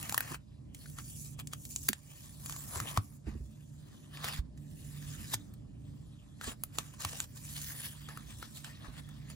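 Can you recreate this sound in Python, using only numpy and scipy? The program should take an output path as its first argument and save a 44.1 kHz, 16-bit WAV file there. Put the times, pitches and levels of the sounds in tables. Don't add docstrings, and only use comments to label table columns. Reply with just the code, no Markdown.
import sys
import numpy as np
from scipy import signal
from scipy.fft import rfft, irfft, next_fast_len
from scipy.io import wavfile
from scipy.ndimage import uniform_filter1d, map_coordinates

SR = 44100
rng = np.random.default_rng(int(sys.argv[2]) if len(sys.argv) > 2 else 0)


def master(y):
    cut = np.clip(np.atleast_2d(y).T, -1, 1)
    pcm = np.round(cut * 32767)
    wavfile.write(sys.argv[1], SR, pcm.astype(np.int16))


def decibels_to_gain(level_db):
    exponent = np.asarray(level_db, float) / 20
    return 10 ** exponent


N = 412335

# time in seconds, level in dB.
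HUM = [(0, -49), (.45, -56), (.9, -51), (1.85, -53), (1.95, -61), (2.4, -54), (2.9, -51.5), (3.1, -54.5),
       (3.8, -55.5), (4.2, -51), (4.9, -51.5), (5.2, -47.5), (5.6, -51.5), (5.95, -49), (6.2, -53),
       (8, -52.5), (8.8, -52.5), (9.35, -50.5)]
# frequency in Hz, density in dB per Hz.
ROOMTONE = [(13, -69), (22, -31.5), (46, -6), (96, 1), (149, -2.5), (174, -7), (203, -8), (252, -8.5),
            (441, -25), (610, -29), (900, -36), (1170, -78), (1980, -120)]
# frequency in Hz, width in Hz, level in dB.
DRONES = [(59.2, 22, -62.5), (120.1, 5.3, -62.5), (146.4, 2.35, -56.5), (215.5, 12.8, -69.5),
          (288.4, 20, -70)]
# frequency in Hz, density in dB per Hz.
HISS = [(290, -10.5), (500, -23.5), (605, -3), (641, -20.5), (859, -27), (1020, -14), (1090, -39.5),
        (8300, -26), (16500, -49.5)]
HISS_DB = -75.5
# frequency in Hz, 60 dB decay in seconds.
ROOM = [(300, 0.1), (2000, 0.15), (10000, 0.084)]
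# frequency in Hz, lead of the left port in radians.
PORT_PHASE = [(0, 0), (500, .8), (1200, .6), (3300, 2.2), (4600, .6), (6500, -.6), (7700, -1.6),
              (8350, -np.pi), (10800, -2 * np.pi), (13450, -3 * np.pi), (15700, -4 * np.pi),
              (17000, -4.5 * np.pi)]
# frequency in Hz, left minus right in dB.
PORT_BALANCE = [(60, -5), (110, 1.5), (200, -12.5), (380, -10), (700, 15.5), (1290, 3), (2380, 0.5),
                (4400, 4.5), (8120, -5), (15000, 2)]
# frequency in Hz, shared part of the power from 0 to 1.
ALIKE = [(60, 0.82), (150, 0.97), (350, 0.063), (1000, 0.083), (3000, 0.97), (7000, 0.093), (8500, 0.36),
         (10000, 1), (16000, 0.64)]

# start in seconds, peak in dB, pitch in Hz, 60 dB decay in seconds,
# wooden rattle against the peak in dB.
THUDS = [(0.309, -39, 145, 0.17, -13), (1.888, -40, 99, 0.048, -4.5), (2.76, -35, 91, 0.14, -18.5),
         (2.808, -37, 109, 0.14, -19), (2.978, -21.5, 101, 0.094, -31), (3.264, -34.5, 61.4, 0.19, -17),
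         (3.277, -37, 62.6, 0.041, -13.5), (3.32, -38, 58.6, 0.11, -18.5), (3.35, -37, 70, 0.17, -16.5),
         (3.401, -37.5, 60.2, 0.27, -24.5), (4.389, -25.5, 56.5, 0.081, -44),
         (5.341, -38.5, 110, 0.23, -17), (6.471, -37.5, 72, 0.072, -11), (6.788, -44, 124, 0.09, -16),
         (7.053, -34.5, 91, 0.089, -31), (8.879, -41.5, 48.7, 0.095, -18)]
# frequency in Hz, width in Hz, level in dB.
DESK = [(205, 66, -2), (296.6, 214, -2), (439, 290, -5.5)]

# frequency in Hz, level in dB.
FILM = [(4000, -22.5), (5500, -3), (7000, 4), (8500, 2), (9500, -2), (11000, -15)]
# frequency in Hz, level in dB.
EDGE = [(8000, -15), (9500, -5.5), (11000, 1.5), (13000, 4), (14500, 3.5), (15800, -4.5), (16600, -9)]
# frequency in Hz, level in dB.
CRINKLE = [(1600, -38.5), (2300, -1.5), (3200, 4.5), (4200, -0.5), (5100, -2.5), (6500, -42.5)]
# frequency in Hz, width in Hz, level in dB.
HOLDER = [(565, 480, -6.5), (1150, 246, -2.5), (1800, 335, -2.5)]

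# peak time in seconds,
# peak in dB, seconds to gain 10 dB, seconds to lose 10 dB, pressure on the shell in dB.
LONG_TAPE = [(0, -59, .1, 0.3, 8), (.135, -47.5, 0.24, 0.1, -6), (.344, -48, 0.2, 0.7, 1.5)]
NAIL = [(.846, -59, 0.098, 0.046, -5), (.988, -52.5, 0.018, 0.027, 1), (1.06, -53.5, 0.045, 0.92, -20.5),
        (1.265, -49.5, 0.42, 0.038, -30), (1.399, -42.5, .008, 0.01, -0.5),
        (1.534, -47.5, 0.011, 0.017, -1.5), (1.699, -48.5, .11, 0.75, -27.5),
        (1.875, -50.5, 0.1, 0.058, -17), (2.185, -54, 0.17, 0.28, -12.5),]
SHORT_TAPE = [(2.499, -47.5, 0.11, .5, -9), (2.755, -44, 0.052, 0.11, 0), (2.88, -45.5, 0.013, 0.076, 2),
              (2.978, -51.5, 0.025, 0.035, 10), (3.02, -61, 0.037, .3, -8.5)]
HOLDER_RUBS = [(3.278, -66, 0.017, 0.062, 13), (3.427, -67.5, 0.25, 1.5, -34.5),
               (3.944, -67, 0.21, 0.56, -1), (5.365, -63.5, 0.013, 0.16, -2.5),
               (5.889, -72, .15, 4.1, -4.5)]
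PULL_OUT = [(4.153, -59.5, .026, .3, 4), (4.25, -44.5, 0.028, 0.15, 4.2)]
DRAW_OUT = [(4.812, -60, .14, 0.53, -27), (5.096, -53, 0.25, .4, -6), (5.3, -50, 0.15, 0.036, -17),
            (5.342, -32.5, 0.017, .01, -7.5)]
SLEEVE = [(6.45, -44, 0.023, .12, 2.5), (6.62, -66.5, 0.07, 0.25, -7), (6.787, -48, 0.028, 0.032, -3),
          (6.745, -55, 0.014, 0.36, -5.5), (7.049, -43, .1, 0.04, -3.5), (7.2, -45, .35, 0.11, -6),
          (7.363, -53, 0.017, 0.31, -13), (7.58, -44.5, 0.13, .2, -14.5)]
SLIDE_OUT = [(7.7, -48.5, 0.18, 0.11, -2.5), (7.842, -44.5, .05, 0.049, -1.5)]
TURNING = [(7.95, -61.5, .05, 0.6, -1), (8.09, -61, 0.0157, 0.076, 10.5), (8.308, -55, .015, 0.02, 1.5),
           (8.426, -52, 0.014, 0.033, 0), (8.4, -57, .3, .25, -21), (8.575, -49.5, 0.053, 0.044, -13.5),
           (8.65, -52.5, .012, .075, 1.5), (8.86, -61, 0.058, .065, 9.5), (8.995, -54, 0.04, 0.0093, 5.5),
           (9.15, -66.5, .6, .6, 1.5), (9.309, -59.5, 0.033, 0.041, 3)]
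# strokes, sharpness of the slips in dB, upper shell mode against lower in dB,
# crinkle in dB.
ACTIONS = [
    (LONG_TAPE, 0.95, 0.2, -4),
    (NAIL, -0.52, 2.9, -1.8),
    (SHORT_TAPE, 1.5, -3, -6),
    (HOLDER_RUBS, -3.7, 1.5, 1.2),
    (PULL_OUT, .3, .4, 4.5),
    (DRAW_OUT, -1.3, 5, 0.0086),
    (SLEEVE, -2, 2.8, -1.8),
    (SLIDE_OUT, 7.4, 7.9, 0.13),
    (TURNING, -1.9, 1.5, 3),
]
CRINKLE_FOLLOWS = 0.41
# time in seconds after which earlier strokes die fast,
# # time in seconds before which later strokes are held back (no gap where it comes first).
PAUSES = [(0.351, .745), (1.34, 1.385), (1.415, 1.3), (1.549, 1.4), (1.901, 1.7), (2.98, 3.3), (3.17, 3),
          (4.389, 4.57), (5.35, 5.355), (6.39, 6.41), (6.525, 5.8), (7.246, 7.34), (9.005, 7)]
LET_GO_S, GRIP_S = 0.011, 0.0075
RESTING_DB, RESTING_PRESS_DB = -84.5, 7.5
TICKS_PER_S, TICK_DB, TICK_T60_S = 130, 3.5, 0.0021

# start in seconds, peak in dB, holder ring against the peak in dB,
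# ring pitch in Hz, top edge against the peak in dB.
GLUE_SNAPS = [(0.028, -26.5, -21.5, 1150, -10), (0.095, -22, -12.5, 1720, -10), (0.124, -19, -20, 820, -15),
              (0.144, -15.5, -16.5, 1070, -17), (0.178, -20.5, -8, 1800, -1.5), (0.206, -28, -6, 1530, -2),
              (0.318, -32, -16, 1140, -25), (0.344, -37, -5, 1230, -6), (2.46, -25.5, -23, 1180, -15),
              (2.496, -24, -23, 1150, -16), (2.508, -28, -20.5, 910, -19), (2.524, -21.5, -27, 920, -29),
              (2.563, -27.5, -21.5, 1040, -19), (2.758, -27.5, -10, 960, -23),
              (2.801, -22, -15.5, 1250, -16), (2.974, -17.5, -8, 1107, -20)]
NAIL_SNAPS = [(0.747, -32.5, -26, 2150, -17), (0.858, -44, -8.5, 1528, -24), (0.899, -43, -29, 807, -8),
              (0.986, -28, -19.5, 1197, -22), (1.391, -32, -16, 1150, -29), (1.472, -23, -39, 1800, -25),
              (1.534, -20.5, -22.5, 1190, -21), (1.652, -25.5, -37, 1780, -17),
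              (1.761, -13, -41.5, 970, -27), (1.885, -18, -18.5, 1840, -7.5),
              (1.888, -11.5, -17.5, 1700, -9.5), (1.931, -17.5, -20.5, 1800, -23)]
HOLDER_SNAPS = [(3.27, -52, -11, 830, -29), (4.172, -41.5, -3, 2300, -26), (4.243, -31.5, -2, 2420, -16),
                (4.247, -27.5, -11.5, 1070, -9), (4.285, -26.5, -14, 1870, -13),
                (4.575, -47, -19, 1180, -20), (5.337, -25.5, -16, 897, -7), (5.538, -45.5, -21.5, 1770, -7)]
SLEEVE_SNAPS = [(6.412, -36, -5, 1350, -15), (6.636, -27.5, -18.5, 1250, -1), (6.785, -11, -22, 1230, -25),
                (6.938, -43, -14, 1090, -11), (7.049, -18, -15, 1150, -18), (7.202, -13, -28, 1530, -25),
                (8.087, -35.5, -11.5, 1260, -23), (8.173, -37.5, -8, 1230, -8.5),
                (8.427, -42.5, 0, 1330, -7), (8.645, -29, -18, 1530, -21), (9.089, -45, -17, 1350, -11.5),
                (9.3, -37, -21.5, 1250, -18)]
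# snaps, crinkle against the peak in dB for a usual ring of the holder.
SNAPPERS = [
    (GLUE_SNAPS, -16),
    (NAIL_SNAPS, -14),
    (HOLDER_SNAPS, -16),
    (SLEEVE_SNAPS, -12.5),
]
CRINKLE_WITH_RING = 0.3


def unit(x):
    return x / np.sqrt(np.mean(x ** 2) + 1e-20)


def noise():
    return rng.standard_normal(N)


def along(points, hz):
    f, v = np.transpose(points)
    return np.interp(np.log(hz + 1), np.log(f + 1), v)


def wobble(rate):
    knots = rng.standard_normal(N // 16)
    return map_coordinates(knots, [np.arange(N) * rate / SR], order=1)


def filtered(x, response):
    m = next_fast_len(x.shape[-1] + 8192)
    spectrum = rfft(x, m) * response(np.fft.rfftfreq(m, 1 / SR))
    return irfft(spectrum, m)[..., :x.shape[-1]]


def colour(points):
    return lambda hz: decibels_to_gain(along(points, hz)) * (hz >= points[0][0]) * (hz <= points[-1][0])


def resonances(modes):
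    def response(f):
        return sum((-1) ** k * decibels_to_gain(db) * 1j * f * width / (hz * hz - f * f + 1j * f * width)
                   for k, (hz, width, db) in enumerate(modes))
    return response


def room_tone():
    level_db = np.interp(np.arange(N) / SR, *np.transpose(HUM))
    rumble = unit(filtered(noise(), colour(ROOMTONE))) * decibels_to_gain(2.2 * wobble(5) - 54)
    for hz, width, db in DRONES:
        line = resonances([(hz, width, 0)])
        rumble += decibels_to_gain(db + 1.05 * wobble(2.61)) * unit(filtered(noise(), lambda f: line(f) ** 2))
    return decibels_to_gain(level_db + 2.5) * unit(rumble)


def air():
    return decibels_to_gain(HISS_DB) * unit(filtered(noise(), colour(HISS)))


def room(x):
    hz, t, z = signal.stft(rng.standard_normal((2, SR // 3)), SR, nperseg=256)
    decay = decibels_to_gain(-60 * t / along(ROOM, hz)[:, None])
    tail = signal.istft(z * decay, SR, nperseg=256)[1]
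    late = np.pad(x, (150, 0))[None]
    return signal.fftconvolve(late, tail / np.linalg.norm(tail[0]), axes=1)[:, :N]


def ports(x):
    def half(f):
        lead = np.interp(f, *np.transpose(PORT_PHASE))
        return decibels_to_gain(along(PORT_BALANCE, f) / 2) * np.exp(.5j * lead)
    return filtered(x[None], lambda f: np.array([half(f), 1 / half(f)]))


def spread(source):
    share = lambda f: np.clip(along(ALIKE, f), 0, 1)
    shared = filtered(ports(source()), lambda f: np.sqrt(share(f)))
    own = np.array([source(), source()])
    return shared + filtered(own, lambda f: np.sqrt(1 - share(f)))


def thuds():
    out, t = np.zeros(N + SR), np.arange(SR // 3) / SR
    board = resonances(DESK)
    for s, db, hz, t60, rattle_db in THUDS:
        swell = decibels_to_gain(-60 * t / np.clip(t60, .02, .4)) * (1 - np.exp(-t * hz * 4.4)) ** 2
        push = -swell / swell.max() * np.sin(2 * np.pi * hz * t)
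        burst = rng.standard_normal(len(t)) * decibels_to_gain(-60 * t / 0.066)
        rattle = filtered(burst, lambda f: board(f) ** 2)
        rattle *= decibels_to_gain(rattle_db + 10) / np.abs(rattle).max()
        out[round(s * SR):][:len(t)] += decibels_to_gain(db) * (push + rattle)
    return out[:N]


def strokes():
    t = np.arange(0, N / SR + .002, .002)
    power = np.zeros((5, len(t)))
    power += decibels_to_gain(2 * (RESTING_DB + RESTING_PRESS_DB * np.c_[[0, 0, 1, 1, 1]]))
    off, on = np.transpose([(-1, -1), *PAUSES, (99, 99)])
    for rows, edge_db, upper_db, crinkle_db in ACTIONS:
        for s, db, rise, fall, press_db in rows:
            level_db = db - 10 * np.maximum((s - t) / abs(rise), (t - s) / abs(fall))
            since_let_go = (t - off[off >= s][0]).clip(0)
            until_grip = (on[on <= s][-1] - t).clip(0)
            level_db -= 10 * (since_let_go / LET_GO_S + until_grip / GRIP_S)
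            mix_db = [0, edge_db, press_db - upper_db / 2, press_db + upper_db / 2,
                      crinkle_db + CRINKLE_FOLLOWS * press_db]
            power += decibels_to_gain(2 * (level_db + np.c_[mix_db]))
    return np.array([np.interp(np.arange(N) / SR, t, np.sqrt(p)) for p in power])


def slip_clumps(pull):
    effort = np.clip((20 * np.log10(pull + 1e-9) + 75) / 30, 0, 1)
    bunching = 1.13 * wobble(35) + 0.76 * wobble(250) + 0.59 * wobble(1500)
    slips = decibels_to_gain((1 + 0.98 * effort) * bunching)
    grit = (rng.random(N) < TICKS_PER_S / SR) * decibels_to_gain(TICK_DB * rng.exponential(size=N).clip(0, 3))
    tick = decibels_to_gain(-60 * np.arange(512) / SR / TICK_T60_S)
    slips *= 1 + effort * np.abs(signal.fftconvolve(grit, tick)[:N])
    return slips / np.sqrt(np.abs(uniform_filter1d(slips ** 2, size=3000)))


def patchy(depth_db):
    z = signal.stft(noise(), nperseg=256)[2]

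    def smooth(bins, frames):
        over_hz = uniform_filter1d(rng.standard_normal(z.shape), bins, axis=0)
        return unit(uniform_filter1d(over_hz, frames, axis=1))

    field = smooth(6, 14) + .8 * smooth(2, 60)
    return signal.istft(z * decibels_to_gain(depth_db * field), nperseg=256)[1][:N]


def rubbing(slips, gains):
    source = slips * patchy(depth_db=3.5)
    shell = resonances(HOLDER[:-1])
    lower = lambda f: shell(f) * f / (f + 500)
    upper = resonances(HOLDER[-1:])
    paths = [(colour(FILM), -3.2), (colour(EDGE), -3.2), (lower, -4), (upper, -6.5), (colour(CRINKLE), -3.3)]
    return sum(decibels_to_gain(db) * gain * unit(filtered(source, path)) for (path, db), gain in zip(paths, gains))


def snaps():
    out, t = np.zeros(N + SR), np.arange(2048) / SR
    fade = lambda t60: decibels_to_gain(-60 * t / t60) * (1 - np.exp(-t / 0.00091))
    rows = [(*row, crinkle_db) for table, crinkle_db in SNAPPERS for row in table]
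    for s, db, ring_db, hz, edge_db, crinkle_db in rows:
        splinters = rng.standard_normal(len(t)) ** 3
        splinters[24] = 30
        shell = resonances([(hz, 0.15 * hz, 0), (1.677 * hz, 0.046 * hz, -6), (.5 * hz, 0.99 * hz, -15)])
        slow = 1 + np.clip((-30 - db) / 7, 0, 1.5)
        crinkle_db += CRINKLE_WITH_RING * (ring_db + 14.5)
        layers = [(colour(FILM), slow * 0.013, -5.5),  # path, t60 s, dB
                  (colour(EDGE), 0.011, edge_db + 11.5),
                  (colour(CRINKLE), slow * 0.018, crinkle_db + 2.5),
                  (shell, slow * 0.005, ring_db + 12)]
        for path, t60, rel_db in layers:
            x = filtered(splinters * fade(t60), path)
            out[round(s * SR):][:len(t)] += decibels_to_gain(db + rel_db) * x / np.abs(x).max()
    return out[:N]


def thin_treble(x, from_hz, gap_db, quiet_db, crest_db):
    hz, _, z = signal.stft([x[0] + x[1], x[0] - x[1]], SR, nperseg=2048)
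    bands = np.abs(z[:, :1024] ** 2).reshape(2, 32, 32, -1).mean(axis=2)
    centre = hz[16:1024:32, None]
    weak = (bands < bands[::-1] * decibels_to_gain(-2 * gap_db - 9 * (centre < from_hz))) & (centre > 2500)
    quiet = ((bands < decibels_to_gain(2 * quiet_db)) & (centre > 1.5 * from_hz)) | (centre > 16000)
    power = uniform_filter1d(np.diff(x[0], prepend=0) ** 2, size=128)
    length = z.shape[-1] * 1024
    frames = np.pad(power, (512, length))[:length].reshape(-1, 1024)
    click = frames.max(axis=1) > frames.mean(axis=1) * decibels_to_gain(2 * crest_db)
    z[:, :1024] *= np.repeat(~(weak | quiet) | click, 32, axis=1)
    mid, side = signal.istft(z, SR, nperseg=2048)[1][:, :N] / 2
    return np.array([mid + side, mid - side])


def scene():
    gains = strokes()
    cracks, slips = snaps(), slip_clumps(gains[0])
    rubs = spread(lambda: rubbing(slips, gains))
    direct = ports(cracks + thuds())
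    reflected = decibels_to_gain(-15) * room(cracks + decibels_to_gain(-1.5) * rubs[0])
    return direct + reflected + rubs + spread(room_tone) + spread(air)


def roll_off(x):
    return signal.sosfilt(signal.butter(12, 17000, fs=SR, output="sos"), x)


def record(dry):
    thinned = thin_treble(dry, from_hz=8200, gap_db=4.5, quiet_db=-102, crest_db=8)
    return roll_off(thinned)


dry = scene()
out = record(dry)
master(out)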